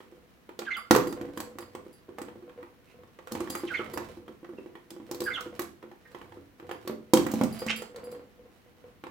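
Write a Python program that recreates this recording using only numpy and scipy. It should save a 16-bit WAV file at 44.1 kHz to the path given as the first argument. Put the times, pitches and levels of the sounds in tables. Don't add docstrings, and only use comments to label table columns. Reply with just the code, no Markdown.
import sys
import numpy as np
from scipy import signal
from scipy.fft import rfft, irfft
from scipy.io import wavfile

SR = 44100
rng = np.random.default_rng(int(sys.argv[2]) if len(sys.argv) > 2 else 0)


def generate_wav(signal):
    frames = np.transpose(np.atleast_2d(signal))
    scaled = np.clip(frames, -1, 1) * 32767
    pcm = np.round(scaled).astype(np.int16)
    wavfile.write(sys.argv[1], SR, pcm)


N = 401310

# [f/Hz, relative density level/dB]
ROOM_TONE_SPECTRUM = [(25,-11),(55,3),(120,-0.5),(220,3.5),(480,-6.5),(800,-10),(2000,-12.5),(4000,-21),(9000,-29.5),(15500,-24.5)]
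# [f/Hz, time to lose 60 dB t60/s]
ROOM_DECAY = [(150,0.55),(400,0.44),(1000,0.33),(2800,0.31),(7000,0.32),(15000,0.24)]
# [f/Hz, likeness, 0 unrelated to 1 identical]
EAR_LIKENESS = [(60,0),(250,0.62),(500,0.32),(1000,0.051),(3000,0),(12000,0)]
# [full from t/s, hold length/s, patter level/dB, husk crackle level/dB, cage rumble level/dB]
ROLLING_BOUTS = [(0, 0.035, -48, -55.5, -69), (0.998, 0.2, -35.5, -60, -50),
                 (1.252, 0.14, -42.5, -56.5, -54), (1.595, 0.37, -54.5, -63, -64.5),
                 (2.153, 0.19, -47.5, -63.5, -62.5), (2.49, 0.18, -50.5, -67, -71),
                 (2.86, .08, -51.5, -64, -59), (3.337, 0.72, -46.5, -50, -54),
                 (4.292, 0.38, -59, -63.5, -71), (5.11, 0.48, -48.5, -52.5, -61.5),
                 (6.08, 0.27, -54.5, -58.5, -58), (6.68, 0.18, -52.5, -58.5, -58),
                 (7.22, 0.46, -45.5, -45, -57), (7.59, 0.22, -42, -52.5, -60),
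                 (7.973, 0.19, -46, -62.5, -65), (8.399, 0.036, -53.5, -74.5, -72),
                 (8.773, 0.15, -52, -68, -63.5)]
# [patter level/dB, crackle level/dB, rumble level/dB]
IDLE_LEVELS = (-66, -67, -78)
# [f/Hz, relative level/dB]
HUSK_SPECTRUM = [(500,-0.5),(1000,-1),(2000,-4),(4000,-10),(8000,-17.5),(16000,-20)]
# [f/Hz, relative level/dB, t60/s]
TRAY_MODES = [(119.7,-16.5,0.99),(222.1,0,0.51),(283.3,-9.5,0.64),(347.8,7,0.16),(490,8,0.2),(514,12,0.22),(596,-3.5,0.5),(817,-0.5,0.36),(1050,-15,0.33),(966,-6,0.18),(967,-3,0.08)]
FLEX_RATIOS = [1.56, 2.42, 3]
# [f/Hz, relative level/dB]
CLACK_SPECTRUM = [(40,-50.5),(150,-25),(400,-4.5),(650,-3),(1050,0),(1400,-5),(2000,-8.5),(2800,-14),(4000,-22),(8000,-48.5)]
# [f/Hz, relative level/dB]
SHELL_MODES = [(1243,-14.5),(1391,-2),(1560,-5),(1965,-1),(2277,-15),(2443,-17),(3200,9)]
# [f/Hz, relative level/dB]
TICK_SPECTRUM = [(60,-49.5),(1500,-7.5),(3200,-0.5),(4300,2.5),(6000,1),(8000,3),(9500,-6),(12000,0.5),(15500,-3.5)]
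# [t/s, clack level/dB]
BEAK_TAPS = [(.004, -50.5), (0.491, -45.5), (.618, -41), (1.625, -49), (2.284, -46.5), (2.494, -52.5),
             (2.628, -46), (3.034, -54.5), (3.188, -47.5), (3.473, -41.5), (3.861, -46), (4.28, -47),
             (4.445, -48), (4.753, -46.5), (5.826, -48), (5.914, -50), (6.147, -42.5), (6.214, -45.5),
             (6.321, -48.5), (6.598, -47.5), (6.692, -40), (8.148, -53), (9.038, -41), (9.067, -44)]
# [t/s, thud level/dB]
SOFT_BUMPS = [(.123, -45), (1.25, -37.5), (1.287, -41), (1.555, -43), (1.864, -41), (2.09, -38.5),
              (2.357, -43), (2.424, -41), (3.635, -26), (3.794, -29.5), (4.001, -36.5), (4.172, -39),
              (4.293, -41), (4.43, -41), (4.491, -36), (4.535, -40), (4.585, -37), (4.66, -38),
              (4.916, -39.5), (4.964, -38), (5, -38), (5.462, -35), (5.839, -39), (6.371, -41.5),
              (6.626, -41.5), (6.756, -43), (6.851, -40), (6.897, -26.5), (7.196, -21.5)]
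# [t/s, thud level/dB, shell clack level/dB, tick level/dB, thud pitch f/Hz]
BALL_KNOCKS = [(.59, -33.5, -40.5, -42.5, 457), (.909, -10, -17, -25, 304), (.949, -33, -20.5, -34, 380),
               (.961, -14, -28.5, -31.5, 412), (1.071, -28.5, -42, -49, 340),
               (1.125, -35, -42.5, -49.5, 325), (1.212, -31, -43.5, -56, 304),
               (1.374, -33, -38.5, -46.5, 325), (1.402, -44.5, -36.5, -40, 334),
               (1.585, -39, -41, -48.5, 354), (1.75, -35, -41.5, -53, 385), (2.184, -42, -38.5, -54, 325),
               (2.216, -34, -45, -50, 315), (3.272, -45.5, -43.5, -57, 454), (3.32, -31.5, -45, -41, 268),
               (3.351, -32, -36.5, -52, 320), (3.404, -26, -38, -48, 335), (3.501, -32.5, -43, -40, 293),
               (3.551, -35.5, -32, -42.5, 364), (3.937, -33.5, -43.5, -49, 384),
               (3.974, -35, -32, -45, 310), (4.904, -47.5, -52, -49.5, 370),
               (5.112, -30.5, -41.5, -42.5, 345), (5.145, -34.5, -52, -48, 406),
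               (5.204, -31.5, -46, -40, 362), (5.218, -30, -40.5, -47, 365), (5.407, -48, -46, -45.5, 284),
               (5.593, -27.5, -34, -38.5, 363), (5.618, -48, -50, -45.5, 350),
               (6.712, -35.5, -36, -53.5, 444), (6.875, -30.5, -39.5, -43, 366),
               (7.135, -8.5, -26.5, -24.5, 314), (7.172, -26, -30.5, -36.5, 310),
               (7.265, -27.5, -35, -44, 292), (7.315, -36, -60, -39.5, 320),
               (7.338, -21.5, -46.5, -44.5, 259), (7.412, -16.5, -32.5, -46, 252),
               (7.435, -24, -42, -40, 222.5), (7.619, -29, -42, -71, 457), (7.664, -30, -42, -45.5, 230),
               (7.82, -39, -42.5, -50.5, 430), (7.96, -43, -49.5, -52.5, 492), (8.116, -43, -67, -57, 453)]
# [t/s, length/s, first f/Hz, last f/Hz, level/dB, rasp 0-1]
SINGLE_CALLS = [(.646, 0.029, 2960, 3360, -52, 0.56), (2.862, 0.077, 2575, 2340, -66, 0.6),
                (3.669, 0.033, 2990, 1620, -41.5, 0.78), (4.575, .021, 2780, 2400, -55.5, 0.06),
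                (6.05, .027, 1874, 1630, -54, 0.4), (7.674, 0.022, 2007, 2715, -32.5, 1),
                (7.692, .026, 2382, 3176, -25, 1)]
# [t/s, level/dB, accent level/dB, stretch of the motif in time]
WARBLE_PHRASES = [(0.662, -35, 8, 0.99), (3.698, -36, 10.5, .93), (5.256, -28, -6, 1.08)]
# [delay t/s, length/s, first f/Hz, last f/Hz, relative level/dB, rasp 0-1, share of the accent 0-1]
WARBLE_NOTES = [(0, .042, 1689, 1218, -1, 0.26, 0.19), (.041, .034, 2166, 1940, -3, 0.33, 1),
                (0.069, .042, 3600, 2440, -8, .17, 0), (0.099, .036, 1483, 1000, -4.5, 0.51, 0.45)]
# [t/s, level/dB]
BELL_STRIKES = [(.768, -48.5), (1.073, -47), (1.1, -53), (1.365, -60), (1.606, -53.5), (1.929, -60),
                (3.499, -41), (3.575, -47.5), (3.935, -49), (5.239, -43), (6.719, -59.5), (7.526, -47.5),
                (7.591, -43), (7.762, -41), (8.04, -54.5), (8.114, -57)]
# [f/Hz, relative level/dB, t60/s]
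BELL_MODES = [(4306,-18.5,.2),(4787,-9.5,0.15),(4820,-9.5,0.17),(7600,-11.5,0.16),(9800,-10,0.093),(10830,-10,0.081),(12888,-12.5,.12),(14460,-24.5,.12)]

ROOM_TONE_DB = -60.5
TOP_HZ = 16100
ATTACK = int(.016 * SR)
AGE = np.arange(int(.55 * SR)) / SR
BOUT_ATTACK_S, BOUT_T60_S = 0.1, .55
BUMP_HZ, BUMP_CLACK_DB, BUMP_TICK_DB = 350, -19, -38.5
PECK_HZ, PECK_THUD_DB, PECK_TICK_DB = 345, 1.5, -21.5
SPOT_OCTAVES = .14
REBOUND_S, REBOUND_DB = .01, -15
GLIDE_POWER = 1.924


def from_db(db):
    return 10 ** (np.asarray(db) / 20)


def fade(t60):
    return np.exp(-np.log(1000) * AGE / t60)


def at_hz(points, hz):
    points = np.array(points)
    return np.interp(np.log(hz), np.log(points[:, 0]), points[:, 1])


def rms_one(x):
    return x / np.sqrt(np.mean(x ** 2) + 1e-20)


def unit_energy(x):
    return x / np.sqrt(np.sum(x ** 2, axis=-1, keepdims=True) + 1e-20)


def pan(db):
    return from_db(np.array([[db], [-db]]) / 2)


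def add(out, s, sound):
    i = max(0, int(s * SR))
    part = sound[..., :max(0, N - i)]
    out[..., i:i + part.shape[-1]] += part


def through(x, response):
    return signal.fftconvolve(np.atleast_2d(x), response, axes=-1)[:, :x.shape[-1]]


def colour(x, spectrum, size=2048):
    hz = np.maximum(np.fft.rfftfreq(size, 1 / SR), 1)
    cepstrum = irfft(np.log(from_db(at_hz(spectrum, hz))))
    cepstrum[1:size // 2] *= 2
    cepstrum[size // 2 + 1:] = 0
    return through(x, irfft(np.exp(rfft(cepstrum)))[None])


def diffuse(size, gain_at):
    edges = np.geomspace(22, 18000, 20)
    white, out = rng.standard_normal((2, 2, size)), 0
    for k, band in enumerate(zip(edges, edges[1:])):
        hz = np.sqrt(band[0] * band[1])
        band_pass = signal.butter(2, band, "band", fs=SR, output="sos")
        mid, side = signal.sosfilt(band_pass, white[k % 2])
        alike = np.clip(at_hz(EAR_LIKENESS, hz), -1, 1)
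        shared = np.sqrt(1 + alike) * mid
        opposed = np.sqrt(1 - alike) * side * [[1], [-1]]
        out = out + gain_at(hz) * (shared + opposed)
    return out


def space(wet_db, build_s=0.0007):
    tail = diffuse(len(AGE), lambda hz: fade(at_hz(ROOM_DECAY, hz)))
    tail = tail * (1 - np.exp(-AGE / build_s))
    direct = AGE == 0
    return direct + from_db(wet_db) * unit_energy(tail)


def tray_ring(ring_db, scatter_db):
    hz, db, t60 = np.transpose(TRAY_MODES)[:, :, None]
    strength = from_db(db + ring_db + scatter_db * rng.standard_normal(db.shape))
    return np.sum(strength * fade(t60) * np.cos(2 * np.pi * hz * AGE), axis=0)


def crack(t60, grit_db, bite_s=0.00064):
    bursts = rng.standard_normal((3, len(AGE))) * fade(t60) * (1 - np.exp(-AGE / bite_s))
    unevenness = from_db(grit_db * rng.standard_normal(len(AGE)))
    return (0.57 * bursts[0] + bursts[1:]) * unevenness


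def at_level(sound, db):
    return from_db(db) * sound / np.sqrt(np.mean(sound[:, :ATTACK] ** 2) + 1e-20)


def room_tone():
    noise = diffuse(N, lambda hz: from_db(at_hz(ROOM_TONE_SPECTRUM, hz)))
    return from_db(ROOM_TONE_DB) * rms_one(noise)


def activity():
    t = np.arange(N) / SR
    gains = from_db(IDLE_LEVELS)[:, None]
    for s, length, *levels_db in ROLLING_BOUTS:
        swell = np.clip(1 + (t - s) / BOUT_ATTACK_S, 0, 1)
        release = from_db(-60 * np.maximum(t - s - length, 0) / BOUT_T60_S)
        gains = np.maximum(gains, from_db(levels_db)[:, None] * swell * release)
    return gains


def grains(per_s, spread_db):
    sizes = from_db(spread_db * np.minimum(rng.exponential(1, N), 3)) * rng.choice([-1, 1], N)
    return rms_one(sizes * (rng.random(N) < per_s / SR))


def shuffle(patter_db=-2, husk_db=-4, rumble_db=-1, shell_db=-15):
    patter, crackle, rumble = activity()
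    soft = signal.butter(2, [220, 700], "band", fs=SR, output="sos")
    frame = signal.butter(2, [55, 130], "band", fs=SR, output="sos")
    tray = unit_energy(signal.sosfilt(soft, space(wet_db=5) + tray_ring(ring_db=-49.5, scatter_db=12.5)))
    cage = unit_energy(signal.sosfilt(frame, space(wet_db=4.5).mean(axis=0)))
    shell = unit_energy(colour(space(wet_db=4.5), CLACK_SPECTRUM))
    husk = unit_energy(colour(space(wet_db=3.0), HUSK_SPECTRUM))
    taps = grains(per_s=70, spread_db=7.0)
    drumming = through(patter * taps, from_db(patter_db) * tray + from_db(shell_db) * shell)
    jolts = from_db(rumble_db) * through(rumble * taps, cage[None])
    seeds = through(crackle * grains(per_s=210, spread_db=6), husk)
    return (drumming + jolts) * pan(-0.64) + from_db(husk_db) * seeds * pan(-6.0)


def contacts():
    touches = list(BALL_KNOCKS)
    for s, db in SOFT_BUMPS:
        spot = 2 ** rng.uniform(-SPOT_OCTAVES, SPOT_OCTAVES)
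        touches.append((s, db, db + BUMP_CLACK_DB, db + BUMP_TICK_DB, BUMP_HZ * spot))
    for s, db in BEAK_TAPS:
        spot = 2 ** rng.uniform(-SPOT_OCTAVES, SPOT_OCTAVES)
        touches.append((s, db + PECK_THUD_DB, db, db + PECK_TICK_DB, PECK_HZ * spot))
    return touches


def thuds(touches, flex_t60=0.039, level_db=-4.0, lag_s=.00005, upper_t60=0.024, upper_db=-5, hardening=0.43):
    out, spots = np.zeros((2, N)), [space(wet_db=0.5) for _ in range(12)]
    for k, (s, db, _, _, hz) in enumerate(touches):
        lowest = np.sin(2 * np.pi * hz * AGE) * fade(flex_t60)
        upper = np.sin(2 * np.pi * hz * np.outer(FLEX_RATIOS, AGE)).sum(axis=0) * fade(upper_t60)
        flex = lowest + from_db(upper_db + hardening * db) * upper
        body = spots[k % len(spots)] + tray_ring(ring_db=-49, scatter_db=4.5)
        add(out, s, at_level(through(-flex, body), db + level_db))
    out[0] = np.interp(np.arange(N) - lag_s * SR, np.arange(N), out[0])
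    return signal.sosfilt(signal.butter(2, 95, "high", fs=SR, output="sos"), out) * pan(-2.0)


def clacks(touches, level_db=-2.0, ring_db=-17, ring_t60=0.016, scatter_db=5):
    out, plastic = np.zeros((2, N)), colour(space(wet_db=-1.86), CLACK_SPECTRUM)
    hz, mode_db = np.transpose(SHELL_MODES)
    modes = np.sin(2 * np.pi * hz[:, None] * AGE) * fade(ring_t60)
    for s, _, db, _, _ in touches:
        ring = from_db(mode_db + ring_db + scatter_db * rng.standard_normal(len(hz))) @ modes
        knock = crack(t60=0.028, grit_db=7.5) + ring
        add(out, s, at_level(through(knock, plastic), db + level_db))
    return out * pan(-5.0)


def ticks(touches, level_db=0.93, tint_db=3):
    out, room = np.zeros((2, N)), space(wet_db=-4.5)
    for s, _, _, db, _ in touches:
        tint = [(hz, level + tint_db * rng.standard_normal()) for hz, level in TICK_SPECTRUM]
        edge = colour(crack(t60=0.029, grit_db=2.0), tint)
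        tick = at_level(through(edge, room), db + level_db)
        add(out, s + .0003, tick)
        add(out, s + REBOUND_S * rng.uniform(.6, 1.4), from_db(REBOUND_DB) * tick)
    return out * pan(-2.5)


def syllables():
    notes = list(SINGLE_CALLS)
    for s, db, accent_db, stretch in WARBLE_PHRASES:
        for delay, length, first_hz, last_hz, note_db, rasp, share in WARBLE_NOTES:
            level_db = db + note_db + share * accent_db
            notes.append((s + delay * stretch, length * stretch, first_hz, last_hz, level_db, rasp))
    return notes


def budgie(level_db=-1, second_db=-26, third_db=-34, rasp_hz=600, rasp_bright_db=12):
    out = np.zeros(N)
    slow = signal.butter(2, rasp_hz, fs=SR, output="sos")
    for s, length, first_hz, last_hz, db, rasp in syllables():
        noise = rng.standard_normal((2, len(AGE)))
        u = np.linspace(0, 1, int(length * SR))
        flutter, tremble = rms_one(signal.sosfilt(slow, noise))[:, -len(u):]
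        glide = first_hz * (last_hz / first_hz) ** (u ** GLIDE_POWER)
        hz = glide * (1 + .19 * rasp * flutter)
        phase = 2 * np.pi * np.cumsum(hz) / SR
        overtones = from_db(second_db) * np.sin(2 * phase) + from_db(third_db) * np.sin(3 * phase)
        voice = np.sin(phase) + from_db(rasp_bright_db * rasp ** 2) * overtones
        voice = voice * (1 + .5 * rasp * tremble)
        add(out, s, from_db(db + level_db) * rms_one(voice) * np.sin(np.pi * u))
    return through(out, space(wet_db=-2)) * pan(-5.5)


def bell(level_db=1, bounce_s=0.0077, bounce_db=-4, scatter_db=3, count=3):
    out = np.zeros((2, N))
    hz, mode_db, t60 = np.transpose(BELL_MODES)[:, :, None]
    modes = fade(t60) * np.sin(2 * np.pi * hz * AGE)
    for s, db in BELL_STRIKES:
        for k in range(count):
            ring = from_db(mode_db[:, 0] + scatter_db * rng.standard_normal(len(BELL_MODES))) @ modes
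            click = 1.2 * np.diff(crack(t60=.012, grit_db=4), prepend=0)
            when = s + k * bounce_s * rng.uniform(0.57, 1.9)
            add(out, when, from_db(db + level_db + k * bounce_db) * (ring + click))
    return through(out, space(wet_db=0.0)) * pan(-1.5)


def scene():
    touches = contacts()
    play = shuffle() + thuds(touches) + clacks(touches) + ticks(touches)
    return room_tone() + play + budgie() + bell()


def record(dry):
    top = signal.ellip(12, .1, 80, TOP_HZ, fs=SR, output="sos")
    return signal.sosfilt(top, np.clip(dry, -1, 1))


dry = scene()
out = record(dry)
generate_wav(out)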